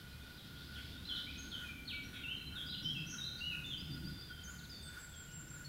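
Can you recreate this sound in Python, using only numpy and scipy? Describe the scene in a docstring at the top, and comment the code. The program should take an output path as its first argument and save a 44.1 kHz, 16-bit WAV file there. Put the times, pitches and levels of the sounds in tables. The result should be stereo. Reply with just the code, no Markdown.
"""Garden birdsong under the eaves

A thrush-like bird sings one phrase of fluted slurs and buzzy twitters, a smaller bird answers with
two thin trills and others call far off: near-pure tones on drawn pitch laws, echoed by wall and yard.
Distant traffic rumbles under steady hiss (coloured and resonant noise). A camera's lens motor whines
faintly, swelling at each refocus; its electronics whistle, and one tiny tick is heard."""
import sys
import numpy as np
from scipy import signal
from scipy.fft import rfft, irfft
from scipy.io import wavfile
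from scipy.ndimage import map_coordinates

SR = 44100
rng = np.random.default_rng(int(sys.argv[2]) if len(sys.argv) > 2 else 0)


def dump_mix(stems):
    """Bounce the given channels to the path in sys.argv[1] as a 16-bit WAV at rate SR."""
    frames = np.atleast_2d(stems).T  # one column per channel
    limited = np.clip(frames, -1, 1)  # hard clip at full scale
    pcm = np.round(limited * 32767).astype(np.int16)
    wavfile.write(sys.argv[1], SR, pcm)


N = 250488
TIME = np.arange(N) / SR

# distant traffic level: time_s, level_db
TRAFFIC_LEVEL = [(0, -58.5), (.8, -57), (4.1, -56), (4.7, -57.5), (5.68, -67)]


def from_db(db):
    """Decibels to amplitude gain."""
    return 10 ** (np.asarray(db) / 20)


def rms_one(x):
    """Scale to unit power."""
    return x / np.sqrt(np.mean(x ** 2) + 1e-20)


def curve(rows, x):
    """Each column after the first, joined by straight lines over the first."""
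    knots, *columns = np.transpose(rows)
    return [np.interp(x, knots, column) for column in columns]


def ease(share):
    """A smooth step from 0 to 1."""
    return np.sin(np.pi / 2 * np.clip(share, 0, 1)) ** 2


def bump(center_s, half_width_s, level_db):
    """A Gaussian rise and fall of strength."""
    return from_db(level_db) * np.exp(-((TIME - center_s) / half_width_s) ** 2 / 2)


def drift(knots_per_s):
    """Smooth random motion with a spread of about 1: a cubic spline through random knots."""
    knots = rng.standard_normal(8192)
    return map_coordinates(knots, [TIME * knots_per_s], order=3, mode="wrap")


def stereo_noise(spectrum):
    """Unit-power coloured noise: channels alike in the bass, slightly opposed higher up."""
    # left-right likeness: freq_hz, correlation
    likeness = [(50, 0.92), (125, 1), (300, 0.67), (600, -0.33), (1400, -0.21), (3000, -0.087),
                (13000, -0.22)]
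    log_hz = np.log(np.fft.rfftfreq(N, 1 / SR) + 1)

    def over_log_hz(rows):
        hz, value = np.transpose(rows)
        return np.interp(log_hz, np.log(hz), value)

    gain = from_db(over_log_hz(spectrum))
    alike = np.clip(over_log_hz(likeness), -1, 1)
    mid, side = rfft(rng.standard_normal((2, N)))
    left_right = np.sqrt(1 + alike) * mid + np.sqrt(1 - alike) * side * [[1], [-1]]
    return rms_one(irfft(gain * left_right, N))


def resonance(hz, width_hz):
    """A narrow resonance driven by noise, run 1 s beforehand to settle."""
    sos = signal.butter(2, [hz - width_hz / 2, hz + width_hz / 2], "band", fs=SR, output="sos")
    return rms_one(signal.sosfilt(sos, rng.standard_normal(N + SR))[SR:])


def pan(side_db):
    """Left and right gains of constant power; positive is left."""
    return rms_one(from_db([[side_db / 2], [-side_db / 2]]))


def syrinx(hz, loudness, overtone_db=-36):
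    """A nearly pure whistle with a trace of its octave."""
    phase = 2 * np.pi * np.cumsum(hz) / SR
    return np.sqrt(2) * loudness * (np.sin(phase) + from_db(overtone_db) * np.sin(2 * phase))


def whistle(t, length_s, hz):
    """Pitch stays level."""
    return np.full(len(t), hz)


def twitter(t, length_s, start_hz, held_hz, depth, flutter):
    """A slur shaken by the flutter of the membrane."""
    return slur(t, length_s, start_hz, held_hz) * (1 + depth * flutter[:len(t)])


def sweep(t, length_s, top_hz, bottom_hz):
    """Pitch plunges at an even number of octaves a second."""
    return top_hz * (bottom_hz / top_hz) ** (t / length_s)


def slur(t, length_s, start_hz, held_hz, settle_share=.28):
    """Pitch relaxes towards the held note; the time constant is a share of the length."""
    return held_hz + (start_hz - held_hz) * np.exp(-t / (settle_share * length_s))


def scoop(t, length_s, start_hz, low_hz, top_hz, sag_s, climb_s):
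    """Pitch sags to its lowest, climbs to the top and stays there."""
    sag_hz = (low_hz - start_hz) * ease(t / sag_s)
    climb_hz = (top_hz - low_hz) * ease((t - sag_s) / climb_s)
    return start_hz + sag_hz + climb_hz


def arch(t, length_s, start_hz, top_hz, last_hz, lift_s=.055, droop_s=.062):
    """Pitch lifts to the top, holds and droops away."""
    lift_hz = (top_hz - start_hz) * ease(t / lift_s)
    droop_hz = (last_hz - top_hz) * ease(1 - (length_s - t) / droop_s)
    return start_hz + lift_hz + droop_hz


def notes(table, pitch_law, bird, unsteady, sides, fade_db, attack_s=0.0041, release_s=0.0027):
    """One bird's notes of one kind: each opens quickly, fades along its pitch law and stops."""
    out = np.zeros((2, N))
    for start_s, length_s, level_db, *pitches, who in table:
        if who != bird:
            continue
        on = (TIME >= start_s) & (TIME < start_s + length_s)
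        t = TIME[on] - start_s
        hz = pitch_law(t, length_s, *pitches)
        gate = ease(np.minimum(t / attack_s, (length_s - t) / release_s))
        loudness = from_db(level_db - fade_db * (t / length_s - .5)) * gate
        side_db = curve(sides, np.median(hz))[0] if sides else 0
        out[:, on] += pan(side_db) * syrinx(hz * (1 + unsteady[on]), loudness)
    return out


def song(bird, waver, sides=None):
    """All untrilled notes of one bird: pitch wavers, and a fast, uneven flutter makes twitters buzz."""
    # In all six, level_db is that at mid-note, before the garden.
    # level whistles: start_s, length_s, level_db, pitch_hz, bird
    whistled_notes = [ (1.928, 0.11, -48, 2300, "singer"), (2.365, 0.096, -51, 4050, "singer"),
                      (5.645, .06, -52.5, 4370, "small"), (0, 0.047, -62, 3050, "far"),
                      (.05, 0.2, -67, 2465, "far"), (.31, .07, -65, 4780, "far"),
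                      (.96, 0.089, -66, 2687, "far"), (4.08, 0.18, -58, 3546, "far"),
                      (4.71, 0.19, -56.5, 3555, "far"), (5.26, 0.11, -65, 2890, "far")]
    # buzzing slurs: start_s, length_s, level_db, start_hz, held_hz, buzz_depth (share of pitch), bird
    twitters = [ (.19, 0.058, -60, 3020, 3680, 0.037, "far"),
                (.555, 0.067, -55.5, 3200, 3620, 0.063, "far"), (.62, 0.067, -59, 4320, 4800, 0.069, "far"),
                (.755, 0.022, -46, 3460, 3170, 0.067, "singer"),
                (2.135, 0.073, -49.5, 3690, 3340, .09, "far"), (2.14, 0.046, -50, 2703, 2300, 0.1, "far"),
                (5.115, 0.099, -59, 3520, 3200, 0.036, "far"), (5.26, .14, -65.5, 3000, 2830, 0.059, "far"),
                (1.372, 0.028, -48.5, 6180, 6580, 0.01, "singer"),
                (1.505, 0.03, -56, 4400, 4200, 0.026, "singer"),
                (2.03, 0.027, -59, 5570, 5830, 0.023, "singer"),
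                (2.66, 0.056, -50.5, 4950, 4770, 0.039, "singer"),
                (2.823, 0.045, -50.5, 5500, 5230, 0.073, "singer"),
                (2.97, 0.028, -54.5, 5130, 5020, 0.02, "singer"),
                (3.06, 0.05, -51, 5500, 6550, 0.017, "singer"),
                (3.09, 0.064, -47.5, 6340, 5780, 0.07, "singer"),
                (3.375, 0.036, -51, 4390, 4320, 0.084, "singer")]
    # steep plunges: start_s, length_s, level_db, top_hz, bottom_hz, bird
    sweeps = [ (1.155, 0.032, -39, 4200, 2950, "singer"), (1.875, 0.05, -41, 4450, 2390, "singer"),
              (2.722, 0.031, -40, 3950, 2760, "singer"), (3.645, 0.035, -59, 7300, 5800, "singer"),
              (4.584, 0.025, -56.5, 4750, 3300, "small"), (4.636, .027, -56, 4700, 3300, "small"),
              (.375, 0.025, -50.5, 4350, 3005, "far"), (.765, 0.031, -51, 3700, 1846, "far")]
    # slides onto a held pitch: start_s, length_s, level_db, start_hz, held_hz, bird
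    slurs = [ (1.05, 0.027, -43.5, 3870, 4130, "singer"), (1.088, 0.05, -38, 3710, 2992, "singer"),
             (1.265, 0.055, -50, 2126, 2560, "singer"), (1.515, 0.049, -41.5, 3850, 2984, "singer"),
             (1.64, 0.115, -50, 2570, 2345, "singer"), (1.853, 0.028, -48.5, 4490, 4313, "singer"),
             (2.683, 0.051, -43.5, 3610, 4120, "singer"), (2.947, 0.042, -41.5, 2907, 2606, "singer"),
             (4.695, 0.085, -52.5, 5200, 4470, "small"), (.9, 0.075, -55, 3230, 3750, "far"),
             (4.28, 0.17, -56.5, 3315, 3107, "far")]
    # sag, climb and hold: start_s, length_s, level_db, start_hz, lowest_hz, top_hz, sag_s, climb_s, bird
    scoops = [ (2.234, 0.14, -40.5, 2830, 2650, 3112, 0.025, 0.065, "singer"),
              (2.553, 0.074, -42, 3760, 3237, 3445, 0.042, 0.027, "singer"),
              (2.845, 0.074, -37.5, 3090, 3077, 3272, 0.0177, 0.0423, "singer"),
              (3.18, 0.111, -40.5, 3900, 3680, 4032, .043, 0.0253, "singer"),
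              (4.435, 0.09, -55, 6900, 6120, 7160, 0.019, 0.069, "small")]
    # lift, hold and droop: start_s, length_s, level_db, start_hz, top_hz, last_hz, bird
    arches = [(3.405, .138, -40, 2757, 2908, 2514, "singer"),
              (3.641, .11, -40.5, 3534, 3566, 3047, "singer")]
    unsteady = waver * drift(220)
    buzz_hz = 170.6 * (1 + 0.22 * drift(114.0))
    flutter = np.sin(2 * np.pi * np.cumsum(buzz_hz) / SR)

    def buzzing(*note):
        return twitter(*note, flutter)

    return (notes(whistled_notes, whistle, bird, unsteady, sides, fade_db=3.5)
            + notes(twitters, buzzing, bird, unsteady, sides, fade_db=7.0)
            + notes(sweeps, sweep, bird, unsteady, sides, fade_db=3.5)
            + notes(slurs, slur, bird, unsteady, sides, fade_db=3.0)
            + notes(scoops, scoop, bird, unsteady, sides, fade_db=2)
            + notes(arches, arch, bird, unsteady, sides, fade_db=1.5))


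def garden(x, direct_db, walls_db, near_db, near_t60_s, far_db, far_t60_s, port_lag_s=0):
    """Direct sound, echoes off wall and eaves, yard scatter and a long tail from trees and houses."""
    # wall and eaves echoes: left_delay_s, right_delay_s, level_db (re walls_db)
    wall_echoes = [(.0031, .0036, -3.5), (0.0114, .0105, 0)]
    t = TIME[:int(1.6 * SR)]
    response = np.zeros((2, len(t)))
    for level_db, t60_s in ((near_db, near_t60_s), (far_db, far_t60_s)):
        decay = from_db(-60 * t / t60_s) * (1 - np.exp(-t / 0.014))
        scatter = rng.standard_normal(response.shape) * decay
        response += from_db(level_db) * rms_one(scatter) / np.sqrt(len(t))   # unit energy, then level
    # a bird to the left reaches the right port later
    response[[0, 1], [0, int(port_lag_s * SR)]] += from_db(direct_db)
    for left_s, right_s, level_db in wall_echoes:
        response[[0, 1], [int(left_s * SR), int(right_s * SR)]] += from_db(level_db + walls_db)
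    return signal.fftconvolve(x, response, axes=1)[:, :N]


def far_birds():
    """Scattered distant calls: the direct sound is weak against the scatter."""
    return garden(song("far", waver=.009), direct_db=-9, walls_db=-12,
                  near_db=-3.5, near_t60_s=0.44, far_db=-4, far_t60_s=1.3)


def chorus():
    """Distant song blurred into coloured noise of wandering level."""
    # chorus level: time_s, level_db
    chorus_level = [(0, -62), (.5, -58), (.9, -55), (1.35, -55), (2.4, -73.5), (4.2, -64.5), (5.68, -68.5)]
    # chorus spectrum: freq_hz, gain_db
    chorus_colour = [(2000, -22.5), (2700, -6.5), (3400, 0), (4100, 0), (5100, -5), (5500, -10.5),
                     (8000, -38)]
    level_db = curve(chorus_level, TIME)[0] + 2.2 * drift(19)
    return from_db(level_db) * stereo_noise(chorus_colour)


def road():
    """Low coloured noise following the traffic level, with deep swells of rumble."""
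    # rumble spectrum: freq_hz, gain_db
    traffic_colour = [(40, -12.5), (110, 2.5), (200, 3), (310, -6), (380, -9.5), (700, -30)]
    # deep swells: center_s, half_width_s, peak_db
    swells = [(2.96, 0.11, -48), (3.75, 0.167, -53.5), (4.051, 0.11, -45.5), (5.521, 0.2, -54)]
    # swell spectrum: freq_hz, gain_db
    swell_colour = [(70, -18), (115, -5), (150, 5), (220, -9.5), (330, -9.5), (500, -44)]
    rumble = from_db(curve(TRAFFIC_LEVEL, TIME)[0]) * stereo_noise(traffic_colour)
    return rumble + sum(bump(*swell) for swell in swells) * stereo_noise(swell_colour)


def drone():
    """Two low resonances an octave apart that rise and fade with the traffic."""
    traffic_db = curve(TRAFFIC_LEVEL, TIME)[0]
    low = from_db(-59) * resonance(hz=72, width_hz=11)
    octave = from_db(-64) * resonance(hz=144, width_hz=12)
    return (low + octave) * from_db(traffic_db - np.median(traffic_db))


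def engine():
    """One far engine going by: a noisy resonance that swells and ebbs."""
    return bump(1.71, 1.0, -59.5) * resonance(hz=260.3, width_hz=84)


def hiss():
    """Steady air and microphone noise."""
    # hiss spectrum: freq_hz, gain_db
    air = [(20, -14), (45, -2), (100, -2.5), (250, -20), (500, -16), (1000, -19.5), (2000, -17.5),
           (5000, -27), (8500, -29), (11500, -28), (12900, -24), (13700, -29), (15700, -28.5)]
    return from_db(-55.5) * stereo_noise(air)


def lens_motor(move_s=0.056, idle_db=-62, pulsing_db=3.0):
    """The servo jitters in its resonance all the time; each short move adds whine, tones and rasp."""
    # lens moves: center_s, level_db
    refocus = [(.79, -58.5), (1.17, -56), (1.64, -54), (2.15, -58), (2.61, -55.5), (3.2, -56.5),
               (3.572, -57.5), (4.52, -59), (4.981, -54), (5.591, -58)]
    # tones of a move: freq_hz, level_db (re the move)
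    lens_tones = [(10234, -24), (10917, -20)]
    moving = sum(bump(center_s, move_s, level_db) for center_s, level_db in refocus)
    strength = np.hypot(from_db(idle_db), moving) * from_db(pulsing_db * drift(34))
    whine = strength * resonance(hz=1455, width_hz=79.4)
    tones = moving * sum(syrinx(np.full(N, hz), from_db(level_db)) for hz, level_db in lens_tones)
    rasp_colour = [(700, -16.5), (1600, 6.5), (2200, -5.5), (11000, -16), (14000, -15)]   # freq_hz, gain_db
    rasp = moving * from_db(-1.0) * stereo_noise(rasp_colour)
    return pan(-4.5) * (whine + tones + rasp)


def electronics():
    """Steady, faint, pure whistling from the camera's electronics."""
    # whistles: freq_hz, level_db
    whistles = [(9700, -81.5)]
    tones = sum(np.sqrt(2) * from_db(level_db) * np.sin(2 * np.pi * hz * TIME) for hz, level_db in whistles)
    return pan(-4.5) * tones


def singer():
    """The thrush-like bird: the eaves hide it, so much of its song arrives as echo."""
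    # the wall colours each port differently: freq_hz, left_minus_right_db
    singer_side = [(2300, -0.5), (3050, -3), (3500, 0), (4000, -2), (4700, 1.5)]
    phrase = song("singer", waver=0.0055, sides=singer_side)
    return garden(phrase, direct_db=-5, walls_db=-8, near_db=-2.0, near_t60_s=0.6,
                  far_db=-7.5, far_t60_s=1.64, port_lag_s=.00008)


def tick():
    """One tiny, bright tick close to the microphone: a brief bump of treble noise."""
    colour = [(5000, -22), (9000, 4), (15000, -5)]   # freq_hz, gain_db
    return bump(2.9335, 0.00083, -53) * stereo_noise(colour)


def trill(gesture, start_s, period_s, count, first_hz, settled_hz, settle_syllables,
          loudest_syllable, peak_db, ebb_db, waver=0.0062):
    """One gesture repeated evenly: pitch sinks and settles, level ebbs either side of the loudest."""
    out = np.zeros(N)
    unsteady = 1 + waver * drift(150)
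    for k in range(count):
        syllable_s = start_s + k * period_s
        hz = settled_hz + (first_hz - settled_hz) * np.exp(-k / settle_syllables)
        level_db = peak_db - ebb_db * abs(k - loudest_syllable)
        on = (TIME >= syllable_s) & (TIME < syllable_s + gesture[-1][0])
        ratio, loudness = curve(gesture, TIME[on] - syllable_s)
        out[on] += syrinx(hz * ratio * unsteady[on], from_db(level_db) * loudness)
    return out


def small_bird():
    """Thin notes and two trills, a lower and a higher, with a long tail."""
    # trill settings: start_s, period_s, count, first_hz, settled_hz, settle_syllables,
    # loudest_syllable (from 0), peak_db, ebb_db (per syllable)
    rising_trill = dict(start_s=3.77, period_s=.135, count=4, first_hz=4740, settled_hz=4600, settle_syllables=1.3, loudest_syllable=2.2, peak_db=-50.5, ebb_db=.6)
    high_trill = dict(start_s=4.816, period_s=.168, count=5, first_hz=8100, settled_hz=7420, settle_syllables=.95, loudest_syllable=3, peak_db=-52, ebb_db=2.2)
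    # syllable gestures: time_s, pitch_ratio, loudness (0-1)
    rising_gesture = [(0, .99, 0), (.01, 1, .7), (.032, 1.025, 1), (.046, 1.075, .9), (.054, 1.085, 0),
                      (.06, .97, 0), (.07, .9, .35), (.088, .82, 0)]
    high_gesture = [(0, .99, 0), (.01, 1, .8), (.06, 1, 1), (.078, .985, .8), (.092, .955, .55),
                    (.103, .92, 0), (.152, .65, 0), (.162, .72, .3), (.174, .86, .25), (.18, .92, 0)]
    trills = trill(rising_gesture, **rising_trill) + trill(high_gesture, **high_trill)
    thin = song("small", waver=0.0027) + trills
    return pan(0.51) * garden(thin, direct_db=-2.5, walls_db=-10, near_db=-6.5, near_t60_s=.5,
                              far_db=-2, far_t60_s=1.8)


def scene():
    """Birds, surroundings and the camera's own noise."""
    birds = far_birds() + chorus() + singer() + small_bird()
    background = road() + drone() + engine() + hiss()
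    return birds + background + lens_motor() + electronics() + tick()


def record(dry):
    """A steep elliptic low-pass cuts the top."""
    cutoff_hz = 15750
    return signal.sosfilt(signal.ellip(12, .1, 80, cutoff_hz, fs=SR, output="sos"), dry)


dry = scene()
out = record(dry)
dump_mix(out)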